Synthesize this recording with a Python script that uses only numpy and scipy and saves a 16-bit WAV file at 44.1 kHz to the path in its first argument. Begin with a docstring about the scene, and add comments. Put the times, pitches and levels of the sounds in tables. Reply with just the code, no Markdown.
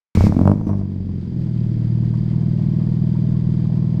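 """A four-cylinder sports car starts, heard low behind its open exhaust. First the starter hisses and the
first firings bark out one by one, while gas rumbles from the pipe. Then the engine catches: gas rushes
out with each firing, and valves and the fuel pump tick in the engine bay. The revs flare and sink.
At last the engine settles into a lumpy idle in which two cylinder banks take turns, with a few light
knocks. The walls of the yard give everything a short echo."""
import sys
import numpy as np
from scipy import signal
from scipy.fft import rfft, irfft
from scipy.io import wavfile

SR = 44100
rng = np.random.default_rng(int(sys.argv[2]) if len(sys.argv) > 2 else 0)


def to_wav(s):
    """Save 16-bit WAV."""
    ch = np.atleast_2d(s).T  # columns
    pcm = np.round(np.clip(ch, -1, 1) * 32767)  # PCM
    wavfile.write(sys.argv[1], SR, pcm.astype(np.int16))


N = 176400
T = np.arange(N) / SR

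# The first hard firings: start_s, thump_db, crack_db, boom_db, bark_db
FIRST_FIRINGS = [(.150, -8.5, -33, -28, -32.5), (.172, -2.5, -17.5, -3, -27.5),
                 (0.207, -10, -9.5, -2.5, -28), (.238, -0.5, -26, -6, -32), (.267, -1.5, -12, -11.5, -22.5),
                 (0.293, -5.5, -37, -28, -21.5), (0.322, -10, -14, -32, -34),
                 (.345, -17.5, -25.5, -22.5, -16.5), (.365, -6.5, -22, -28.5, -7),
                 (0.39, -13, -14, -30, -5.5), (.412, -4.5, -15, -18.5, -5.5),
                 (.433, -11, -24.5, -30.5, -20), (.454, -2, -13, -19.5, -23.5), (0.475, -4, -3, -14.5, -24),
                 (.495, -2.5, -14, -12, -16), (.515, -4.5, -8.5, -20, -21.5),
                 (.535, -14.5, -33.5, -34, -17.5), (0.611, -22, -24.5, -25, -30),
                 (0.667, -8.5, -30.5, -37, -20)]
# Tone of the crack at the mouth of the pipe: pitch_hz, gain_db
CRACK_COLOUR = [(100, -18.5), (300, 0.5), (410, 0.5), (480, -9), (600, 4.5), (760, 0), (1000, -5),
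                (1600, -17.5), (2200, -31.5), (3200, -48.5), (8000, -47), (15000, -59)]
FIRST_FIRING_S = FIRST_FIRINGS[0][0]


def amp(db):
    """Turn decibels into a gain."""
    return 10 ** (np.asarray(db) / 20)


def unit(x):
    """Scale to an average (rms) level of 1."""
    return x / np.sqrt(np.mean(x ** 2) + 1e-20)


def peak(x):
    """Scale so that the highest peak is 1."""
    return x / np.abs(x).max()


def curve(rows, t=T):
    """Join (time_s, value) points with straight lines and read them at the times t."""
    return np.interp(t, *np.transpose(rows))


def gains(colour, size):
    """Turn a colour, a list of (pitch_hz, gain_db) points, into a gain for each FFT frequency."""
    hz, db = np.transpose(colour)
    return amp(np.interp(np.log(np.fft.rfftfreq(size, 1 / SR) + 1), np.log(hz + 1), db))


def noise(colour):
    """Steady noise with the given colour, at an average level of 1."""
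    return unit(irfft(rfft(rng.standard_normal(N)) * gains(colour, N), N))


def pulse(colour, size=16384):
    """One pulse with the given colour that starts at once and dies away (minimum phase)."""
    cepstrum = irfft(np.log(gains(colour, size)))
    cepstrum[1:size // 2] *= 2
    cepstrum[size // 2 + 1:] = 0
    return irfft(np.exp(rfft(cepstrum)))


def ring(hz, fade_s):
    """A ringing tone that falls by 60 dB in fade_s."""
    t = T[:SR // 3]
    return np.sin(2 * np.pi * hz * t) * amp(-60 * t / fade_s)


def play(times, sizes, sound):
    """Play a copy of the sound at each time, each with its own size."""
    hits = np.bincount(np.clip(np.round(times * SR).astype(int), 0, N), sizes, N + 1)[:N]
    return signal.fftconvolve(hits, sound)[:N]


def beats(per_firing=1, lead=0, catch_s=.536):
    """Times of something driven by the crankshaft once the engine catches, lead firings early."""
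    # Engine speed: time_s, firings_per_s
    speed = [(0.536, 48.53), (0.6, 54.17), (0.7, 49.19), (0.8, 49.23), (0.95, 46.63), (1.15, 44.21),
             (1.35, 41.34), (1.6, 38.94), (1.9, 38.6), (2.25, 39.56), (2.6, 39.43), (2.95, 39.6),
             (3.2, 39.92), (3.6, 39.73), (4, 39.97)]
    count = np.cumsum(curve(speed) * (T >= catch_s)) / SR
    events = np.arange(1, int((count[-1] + lead) * per_firing) + 1)
    return np.interp(events / per_firing - lead, count, T)


def jitter(times, spread_s):
    """Make each time a little early or late at random."""
    return times + rng.normal(0, spread_s, len(times))


def scatter(times, spread_db):
    """A random gain for each time."""
    return amp(spread_db * rng.standard_normal(len(times)))


def through_pipe(x, turn_hz=270):
    """The pipe delays the bass against the treble, which rounds each pulse."""
    k = np.tan(np.pi * turn_hz / SR)
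    a = (k - 1) / (k + 1)
    return signal.lfilter([a, 1], [1, a], x)


def starter(whine_hz=5850, fall_hz_per_s=5900, whine_at_s=.695, width_s=.065, squeal_hz=8900):
    """A grinding hiss, then a thin whine that falls as the motor spins down, with a brief high squeal."""
    # Loudness of the starter and the first blast of air: time_s, level_db
    hiss_level = [(.148, -100), (.151, -31.5), (.165, -38.5), (.27, -37.5), (.30, -47.5), (.36, -50.5),
                  (.41, -51), (.5, -53.5), (.56, -60), (.66, -66), (.675, -52.5), (.72, -64.5), (.8, -61),
                  (1, -110)]
    # Tone of that hiss: pitch_hz, gain_db
    hiss_colour = [(300, 2), (1200, 8.5), (1800, 4), (2250, 9), (2800, -2.5), (4000, -1), (5200, 1),
                   (7000, -6), (9000, -10), (10300, -16), (11500, -14), (15000, -16.5)]
    hiss = amp(curve(hiss_level)) * noise(hiss_colour)
    waver_hz = 150 * noise([(100, -1.5), (300, 5), (900, -40)])
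    falling_hz = np.clip(whine_hz - fall_hz_per_s * (T - whine_at_s), 0, SR / 2)
    whine = amp(-64.5) * np.sin(2 * np.pi * np.cumsum(falling_hz + waver_hz) / SR)
    squeal = amp(-70) * np.sin(2 * np.pi * np.cumsum(squeal_hz + waver_hz) / SR)
    swell = np.exp(-((T - whine_at_s) / width_s) ** 2)
    return hiss + swell * whine + swell ** 4 * squeal


def first_firings(tailpipe_from_s=.4):
    """Each hard firing thumps the pipe, sets its boom and bark ringing and cracks at its mouth."""
    start_s, thump_db, crack_db, boom_db, bark_db = np.transpose(FIRST_FIRINGS)
    # Tone of a thump: pitch_hz, gain_db
    thump_colour = [(20, -16.5), (45, -15), (65, -12.5), (88, 7.5), (125, -1), (160, 1), (215, 5),
                    (260, -16.5), (300, -1.5), (360, -20.5), (450, -19), (700, -42.5), (2000, -76)]
    thumps = play(start_s + .00099, amp(thump_db), peak(pulse(thump_colour)))
    booms = play(start_s + .0011, amp(boom_db), ring(hz=94.5, fade_s=.16))
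    barks = play(start_s + .0015, amp(bark_db), ring(hz=253, fade_s=.058))
    cracks = play(start_s + .0012, amp(crack_db), peak(pulse(CRACK_COLOUR)))
    # The later cracks also make the tailpipe ring.
    tailpipe_sizes = amp(crack_db - 10.5) * (start_s > tailpipe_from_s)
    tailpipe = play(start_s + .0015, tailpipe_sizes, ring(hz=614, fade_s=.031))
    return through_pipe(thumps + booms + barks) - tailpipe - cracks


def gas(rise_s=.00033, decay_s=.01, steady=.26):
    """Swirling gas rushes out over a low rumble, with a puff for each firing once the engine runs."""
    # Loudness of the rush: time_s, relative_db
    rush_level = [(.3, -47), (.5, -22), (.57, -42.5), (.65, -52), (.7, -32.5), (.77, -48), (.9, -54),
                  (1.2, -58.5), (1.7, -54.5), (2.3, -48.5), (4, -48.5)]
    # Tone of the rush: pitch_hz, gain_db
    rush_colour = [(300, -12.5), (450, 3.5), (530, -7), (620, 6), (760, -4.5), (1030, -2.5), (1300, -19.5),
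                   (2000, -25), (3500, -52), (9000, -82.5)]
    # Tone of the rumble: pitch_hz, gain_db
    rumble_colour = [(15, -17.5), (33, -4), (45, -5.5), (60, -10), (150, -5), (300, -10), (500, -26),
                     (1200, -67), (6000, -100)]
    times, t = beats(), T[:SR // 4]
    puff = np.exp(-t / decay_s) * (1 - np.exp(-t / rise_s))
    puffs = play(times, scatter(times, spread_db=4), puff)
    rush = amp(curve(rush_level) - 1) * unit((puffs + steady) * noise(rush_colour))
    rumble = amp(-34) * noise(rumble_colour)
    return (rush + rumble) * (T > FIRST_FIRING_S)


def engine_bay(clatter_depth=.57, clatter_decay_s=.012, tick_rise_s=.0017):
    """The valves clatter and the fuel pump gives a ringing tick, both in step with the crankshaft."""
    # Loudness of the engine bay: time_s, relative_db
    bay_level = [(.1, -110), (.15, -64), (.6, -70.5), (1, -66.5), (1.2, -64.5), (1.5, -61), (2.3, -60),
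                 (4, -60.5)]
    # Tone of the clatter: pitch_hz, gain_db
    clatter_colour = [(500, -5), (1200, 2.5), (2000, 5), (2800, -2), (3300, 1), (4200, -2), (4800, 0),
                      (5600, -7.5), (7000, -12.5), (8500, -15.5), (9600, -21), (10500, -37), (15000, -53.5)]
    t, level_db = T[:SR // 8], curve(bay_level)
    valve_times = jitter(beats(per_firing=2.2), spread_s=.0012)
    taps = play(valve_times, scatter(valve_times, spread_db=3.5), np.exp(-t / clatter_decay_s))
    flutter = (T > FIRST_FIRING_S) + clatter_depth * taps
    clatter = amp(level_db + 3) * unit(flutter * noise(clatter_colour))
    pump_times = jitter(beats(per_firing=.75, lead=-.3), spread_s=.003)
    tick = ring(hz=4750, fade_s=.048) + amp(-5.5) * ring(hz=3150, fade_s=.048)
    tick = tick[:len(t)] * (1 - np.exp(-t / tick_rise_s))
    ticks = play(pump_times, np.ones(len(pump_times)), tick)
    return clatter + amp(level_db - level_db[-1] - 52) * ticks


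def flare(limp_lag_s=.0022):
    """The hard-working engine sends out sharp-edged pulses, which begin to limp as the revs sink."""
    # Loudness of the pulses: time_s, level_db
    body_level = [(.54, -15), (.6, -24), (.66, -25), (.72, -17.5), (.8, -22.5), (.95, -28), (1.15, -26.5),
                  (1.3, -27.5), (1.6, -41), (2, -79)]
    # Tone of a pulse under load: pitch_hz, gain_db
    body_colour = [(20, -26), (45, -9.5), (65, -22.5), (92, 7), (125, -11), (190, 2.5), (220, -1),
                   (255, -19), (305, -8.5), (350, -24.5), (400, -19), (500, -35), (900, -47.5),
                   (2000, -78.5), (8000, -115)]
    # Loudness of its sharp edge: time_s, peak_db
    edge_level = [(.55, -26.5), (.58, -45.5), (.61, -37.5), (.64, -43.5), (.71, -31.5), (.78, -49.5),
                  (.9, -50), (1.3, -56.5), (2.2, -51.5), (4, -51.5)]
    # How much one bank outweighs the other: time_s, amount (0 to 1)
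    imbalance = [(.6, .1), (.8, .15), (.95, .35), (1.3, .5)]
    times = beats()
    limp = curve(imbalance, times) * (-1) ** np.arange(len(times))  # strong and late, then weak and early
    uneven_times = jitter(times + limp_lag_s * limp, spread_s=.0003)
    sizes = (1 + limp) * scatter(times, spread_db=1.1)
    body = unit(through_pipe(play(uneven_times, sizes, pulse(body_colour))))
    edge_sizes = amp(curve(edge_level, times)) * scatter(times, spread_db=2.5)
    edge = play(times, edge_sizes, peak(pulse(CRACK_COLOUR)))
    return amp(curve(body_level)) * body - edge


def idle():
    """Round pulses from the two banks in turn; at first the pipe drones, then the banks grow unlike."""
    # Loudness of the pulses: time_s, level_db
    idle_level = [(.9, -32.5), (1.15, -35), (1.3, -32), (1.36, -21.5), (1.6, -20), (1.9, -21.5), (2.4, -18),
                  (4, -18)]
    # Tone of a pulse from bank A: pitch_hz, gain_db
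    bank_a_colour = [(20, -8.5), (40, 15.5), (60, 7), (85, 30.5), (120, 35.5), (160, 40), (215, 35),
                     (250, -8), (310, -8.5), (370, 0), (450, -2.5), (800, -14), (2000, -64.5),
                     (8000, -85.5)]
    # Tone of a pulse from bank B: pitch_hz, gain_db
    bank_b_colour = [(20, -6.5), (40, 21), (60, 10.5), (85, 25.5), (120, 41), (160, 34), (215, 29),
                     (250, 13.5), (310, 25), (370, 11), (450, 1.5), (800, -12), (2000, -46.5), (8000, -82)]
    # How far bank A sounds unlike bank B: time_s, amount (0 to 1)
    contrast = [(1.3, 0.5), (1.9, 0.89), (2.3, 0.91), (3, 1)]
    # Loudness of the pipe's drone: time_s, level_db
    drone_level = [(1.25, -48), (1.38, -34), (1.6, -26), (1.9, -19.5), (2.15, -22.5), (2.4, -33), (3, -43)]
    # Tone of the drone: pitch_hz, gain_db
    drone_colour = [(30, -32.5), (80, -16), (118, 1.5), (170, -15), (400, -54.5), (2000, -110)]
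    times = jitter(beats(lead=.28), spread_s=.00021)
    sizes = scatter(times, spread_db=.7)
    share_a = curve(contrast, times) * (np.arange(len(times)) % 2)  # every second pulse
    bank_a = play(times, sizes * share_a, pulse(bank_a_colour))
    bank_b = play(times, sizes * (1 - share_a), pulse(bank_b_colour))
    drone = play(times, sizes, pulse(drone_colour))
    return amp(curve(idle_level)) * unit(bank_a + bank_b) + amp(curve(drone_level)) * unit(drone)


def knocks(rise_s=.002, fade_s=.07):
    """Now and then a light knock in the exhaust, each a short burst of noise."""
    # The knocks at idle: start_s, relative_db
    hits = [(2.137, -33.5), (2.799, -39), (3.151, -32.5), (3.351, -37), (3.65, -38)]
    # Tone of a knock: pitch_hz, gain_db
    knock_colour = [(300, -25), (620, -5.5), (800, -8.5), (1050, 1), (1400, -12.5), (2200, -29),
                    (6000, -58), (12000, -89.5)]
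    start_s, relative_db = np.transpose(hits)
    t = T[:SR // 4]
    burst = amp(-60 * t / fade_s) * (1 - np.exp(-t / rise_s)) ** 2
    return play(start_s, amp(relative_db), burst) * noise(knock_colour) / 2


def scene(echo_db=-22, echo_delay_s=.006, echo_fade_s=.2):
    """The car with a short echo from the walls of the yard."""
    car = first_firings() + flare() + idle() + gas() + knocks() + starter() + engine_bay()
    t = T[:SR // 2]
    tail = noise([(100, -10.5), (400, 9.5), (3000, -4.5), (12000, -13.5)])[:len(t)]
    tail *= amp(-60 * t / echo_fade_s) * (t > echo_delay_s)
    echo = signal.fftconvolve(car, tail / np.linalg.norm(tail))[:N]
    return (car + amp(echo_db) * echo)[None]


def record(dry, ceiling=.83, hardness=5, top_hz=15500):
    """The microphone rounds off the highest peaks and cuts the treble above top_hz."""
    rounded = dry / (1 + np.abs(dry / ceiling) ** hardness) ** (1 / hardness)
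    return signal.sosfilt(signal.ellip(10, .1, 90, top_hz, fs=SR, output="sos"), rounded)


dry = scene()
out = record(dry)
to_wav(out)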